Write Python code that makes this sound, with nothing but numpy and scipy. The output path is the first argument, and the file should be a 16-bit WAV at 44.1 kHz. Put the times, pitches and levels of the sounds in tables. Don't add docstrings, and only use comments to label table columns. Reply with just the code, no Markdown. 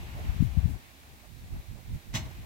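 import sys
import numpy as np
from scipy import signal
from scipy.fft import rfft, irfft
from scipy.io import wavfile
from scipy.ndimage import uniform_filter1d

SR = 44100
rng = np.random.default_rng(int(sys.argv[2]) if len(sys.argv) > 2 else 0)


def to_wav(s):
    ch = np.atleast_2d(s).T
    pcm = np.round(np.clip(ch, -1, 1) * 32767)
    wavfile.write(sys.argv[1], SR, pcm.astype(np.int16))


N = 108045
T = np.arange(N) / SR
BIN_HZ = np.fft.rfftfreq(N, 1 / SR)
CUTOFF_HZ = 15900

# freq_hz, likeness (left to right, -1 to 1)
AIR_LIKENESS = [(300, 0.88), (700, 0.44), (1400, -0.47), (2800, 0.2), (6000, 0.026), (14000, -0.078)]


def crush():
    # start_s, level_db
    contacts = [(2.1324, -17), (2.1391, -3.5), (2.1430, -4.5), (2.1490, 3.5), (2.1539, 4), (2.157, -4),
                (2.1637, -2), (2.1697, -8.5), (2.1830, -15), (2.253, -18.5), (2.311, -22)]
    decay_s = 0.00092
    return sum(from_db(db) * (T >= start_s) * np.exp(-np.minimum(np.abs(T - start_s) / decay_s, 20))
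               for start_s, db in contacts)


def bodies(force):
    # freq_hz, relative_db
    spectrum = [(100, -11), (170, 19.5), (260, 5), (330, 3.5), (450, -22.5), (650, -8), (1000, -2),
                (1400, -11), (2000, 1.5), (3600, -3), (4200, -6.5), (4750, -13), (5500, -3), (6600, -10.5),
                (7500, -4.5), (8800, -20), (15000, -16)]
    # freq_hz, likeness
    likeness = [(150, 0.98), (600, 0.94), (1400, 0.24), (3000, 0.16), (7000, 0.29), (14000, 0.81)]
    # centre_hz, t60_s
    decays = [(150, 0.11), (800, 0.27), (2500, .11), (6000, 0.14), (14000, 0.16)]
    centres_hz, t60s = np.transpose(decays)
    bands = split_bands(coloured(spectrum, likeness, low_hz=80), centres_hz)
    return from_db(-29.5) * sum(band * ringing(force, t60_s) for band, t60_s in zip(bands, t60s))


def thud():
    # peak_s, peak_db, pitch_hz
    knock = (2.1545, -27, 115)
    peak_s, peak_db, pitch_hz = knock
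    return from_db(peak_db) * np.cos(2 * np.pi * pitch_hz * (T - peak_s)) * swell(peak_s, width_s=0.008)


def couplers(force):
    # pitch_hz, relative_db, t60_s
    modes = [(2890, -4, .13), (2916, -3, .15), (3803, -4, .13), (4244, -1, .17), (5098, -1, .14),
             (5222, -8, .14), (5883, -2, .09), (6471, -2, .19), (6610, -5, .14), (6815, -6, .11),
             (7378, -1, .13), (7600, -8, .12), (9215, -11, .14), (11455, -10, .15)]
    return from_db(-42.5) * steel(force, modes)


def frames(force):
    # pitch_hz, relative_db, t60_s
    modes = [(630, -4.5, 0.29), (866, 3, 0.04), (1107, 0.5, 0.096), (1230, -12, 0.017), (1550, 1.5, 0.046),
             (1790, 2, 0.068), (1873, -2, 0.14), (2074, 1, 0.1), (2200, -15, 0.057), (2530, 1.5, 0.026),
             (2980, -9, 0.051), (3360, 1.5, 0.027), (3750, 1.5, 0.069), (6100, 5, 0.11)]
    return from_db(-42.5) * steel(force, modes)


def steel(force, modes, impacts_per_s=4800, spread_rad=0.97):
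    out = np.zeros((2, N))
    for pitch_hz, db, t60_s in modes:
        impacts = force * (rng.random(N) < impacts_per_s / SR) * rng.standard_normal(N)
        pole = from_db(-60 / (t60_s * SR)) * np.exp(2j * np.pi * pitch_hz / SR)
        phase = np.angle(signal.lfilter([1], [1, -pole], impacts + 1e-18))
        port_phase = spread_rad * rng.standard_normal((2, 1))
        out += from_db(db) * ringing(force, t60_s) * np.sin(phase + port_phase)
    return out


def banks(clack, t60_s=0.34, build_s=0.015):
    # freq_hz, relative_db
    spectrum = [(200, 13), (700, -1), (2500, 4), (5000, 3), (10000, -28)]
    envelope = from_db(-60 * T / t60_s) * (1 - np.exp(-T / build_s))
    tail = coloured(spectrum, AIR_LIKENESS, low_hz=200) * envelope
    tail /= np.sqrt(np.sum(tail ** 2) / 2)
    return from_db(-18) * signal.fftconvolve(clack, tail, axes=1)[:, :N]


def wheels():
    # peak_s, width_s, level_db
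    rolls = [(0.168, 0.024, -52), (0.204, 0.012, -54), (0.24, .04, -58), (0.76, 0.062, -69),
             (1.25, 0.0094, -56), (1.556, 0.034, -58.5), (1.784, 0.024, -58.5), (2.258, 0.028, -53.5),
             (2.312, 0.003, -50)]
    # freq_hz, relative_db
    spectrum = [(200, 2), (330, 3.5), (450, 1.5), (650, 4.5), (850, 0), (1150, -3.5), (1500, -8),
                (4000, -23.5)]
    level = sum(from_db(db) * swell(peak_s, width_s) for peak_s, width_s, db in rolls)
    return level * coloured(spectrum, AIR_LIKENESS, low_hz=150)


def wind(even_s=0.0325):
    # time_s, relative_db
    gusts_left = [(0, -42.5), (.21, -40.5), (.29, -34), (.36, -34.5), (.45, -24), (.49, -32.5),
                  (.55, -33.5), (.61, -34.5), (.70, -29), (.765, -35.5), (.79, -57), (.92, -73),
                  (1.04, -59.5), (1.14, -50), (1.19, -68), (1.37, -93), (1.43, -40.5), (1.49, -53.5),
                  (1.53, -41), (1.6, -36.5), (1.64, -91), (1.7, -45.5), (1.83, -75), (1.88, -45),
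                  (1.96, -35), (2.03, -101), (2.09, -48), (2.2, -39), (2.27, -39), (2.32, -70),
                  (2.38, -40.5), (2.45, -48.5)]
    # time_s, relative_db
    gusts_right = [(0, -41), (.1, -51), (.16, -40.5), (.31, -38), (.42, -54), (.58, -53), (.66, -43.5),
                   (.8, -57), (1.19, -58), (1.35, -46), (1.48, -50.5), (1.54, -33.5), (1.6, -49),
                   (1.65, -54.5), (1.7, -38), (1.83, -51.5), (1.9, -39.5), (1.95, -32), (2.02, -61),
                   (2.09, -42), (2.2, -41), (2.27, -44), (2.31, -45.5), (2.45, -46)]
    # freq_hz, relative_db
    spectrum = [(25, -2), (45, 4.5), (70, 7.5), (120, -1), (180, -9), (260, -17), (380, -30), (600, -53.5)]
    # freq_hz, likeness
    likeness = [(50, 0.011), (300, 0.006)]
    lumps = coloured(spectrum, likeness, low_hz=20.8)
    power = uniform_filter1d(lumps ** 2, int(even_s * SR))
    evened = lumps / np.sqrt(power + 0.044)
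    return evened * from_db([in_time(gusts_left) + 3, in_time(gusts_right) + 4])


def eddies(width_cycles=0.36):
    # peak_s, level_db, centre_hz
    thumps = [(0.299, -13.5, 64.4), (.408, -7.5, 130), (.426, -8.5, 179.6), (0.575, -12.5, 146),
              (0.587, -9, 72), (0.647, -12.5, 83), (.659, -13, 135)]
    out = np.zeros((2, N))
    for peak_s, db, centre_hz in thumps:
        cycles = np.clip((T - peak_s) * centre_hz, -20, 20)
        out[0] += from_db(db) * np.cos(2 * np.pi * cycles) / np.cosh(cycles / width_cycles)
    return signal.sosfilt(signal.butter(1, 15, "high", fs=SR, output="sos"), out)


def foliage(flickers_per_s=20):
    # time_s, level_db
    breeze = [(0, -50), (.15, -51.5), (.32, -49), (.45, -52.5), (.7, -54), (.92, -59), (1.2, -59.5),
              (1.32, -63), (1.55, -59.5), (1.7, -59.5), (1.85, -62), (1.95, -57), (2.1, -60.5),
              (2.3, -55.5), (2.45, -55.5)]
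    # freq_hz, relative_db
    spectrum = [(210, -6), (350, -8), (450, -14), (730, -9.5), (1300, -15), (2300, -12.5), (3800, -19.5),
                (4900, -24.5), (8000, -27.5), (9300, -39), (11000, -31), (12500, -24), (14000, -29.5),
                (15500, -42)]
    # centre_hz, depth_db
    flutter = [(300, 1.8), (700, 1.8), (1400, 1.5), (2800, 1.1), (5600, .3)]
    centres_hz, depths_db = np.transpose(flutter)
    bands = split_bands(coloured(spectrum, AIR_LIKENESS, low_hz=150), centres_hz)
    rustle = np.zeros((2, N))
    for band, depth_db in zip(bands, depths_db):
        flicker = np.interp(T * flickers_per_s, np.arange(N), rng.standard_normal(N))
        rustle += band * from_db(depth_db * flicker)
    return from_db(in_time(breeze)) * rustle


def far_hiss():
    # freq_hz, relative_db
    spectrum = [(50, -13), (110, 3), (200, 4), (400, -3), (520, -8), (700, -6), (1360, -8.5), (2300, -4.5),
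                (3000, -12), (3750, -6), (5000, -10.5), (9400, -12.5), (12500, -12.5), (15500, -11)]
    return from_db(-58.5) * coloured(spectrum, AIR_LIKENESS, low_hz=121)


def from_db(db):
    return 10 ** (np.asarray(db) / 20)


def in_time(curve):
    return np.interp(T, *np.transpose(curve))


def over_bins(freqs_hz, values):
    return np.interp(np.log(BIN_HZ + 1e-3), np.log(freqs_hz), values)


def swell(peak_s, width_s):
    return np.exp(-0.5 * ((T - peak_s) / width_s) ** 2)


def ringing(force, t60_s):
    retained = from_db(-60 / (t60_s * SR)) ** 2
    energy = signal.lfilter([1], [1, -retained], force ** 2 + 1e-18)
    return np.sqrt(energy / energy.max())


def coloured(spectrum, likeness, low_hz):
    mid, side = rfft(rng.standard_normal((2, N)))
    alike = np.clip(over_bins(*np.transpose(likeness)), -1, 1)
    stereo = np.sqrt(1 + alike) * mid + np.sqrt(1 - alike) * side * [[1], [-1]]
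    tone = from_db(over_bins(*np.transpose(spectrum)))
    low_cut = BIN_HZ ** 2 / (BIN_HZ ** 2 + low_hz ** 2)
    noise = irfft(stereo * tone * low_cut * (BIN_HZ < CUTOFF_HZ), N)
    return noise / np.sqrt(np.mean(noise ** 2) + 1e-20)


def split_bands(sound, centres_hz):
    bins = rfft(sound)
    return [irfft(bins * over_bins(centres_hz, share), N) for share in np.eye(len(centres_hz))]


def scene():
    force = crush()
    left, right = couplers(force) + frames(force) + bodies(force) + thud()
    lag_samples = 2
    late_right = np.pad(right, (lag_samples, 0), mode="edge")[:N]
    clack = np.array([left, late_right])
    return clack + banks(clack) + foliage() + far_hiss() + wheels() + wind() + eddies()


def record(dry):
    return signal.sosfilt(signal.ellip(12, .1, 90, CUTOFF_HZ, fs=SR, output="sos"), dry)


dry = scene()
out = record(dry)
to_wav(out)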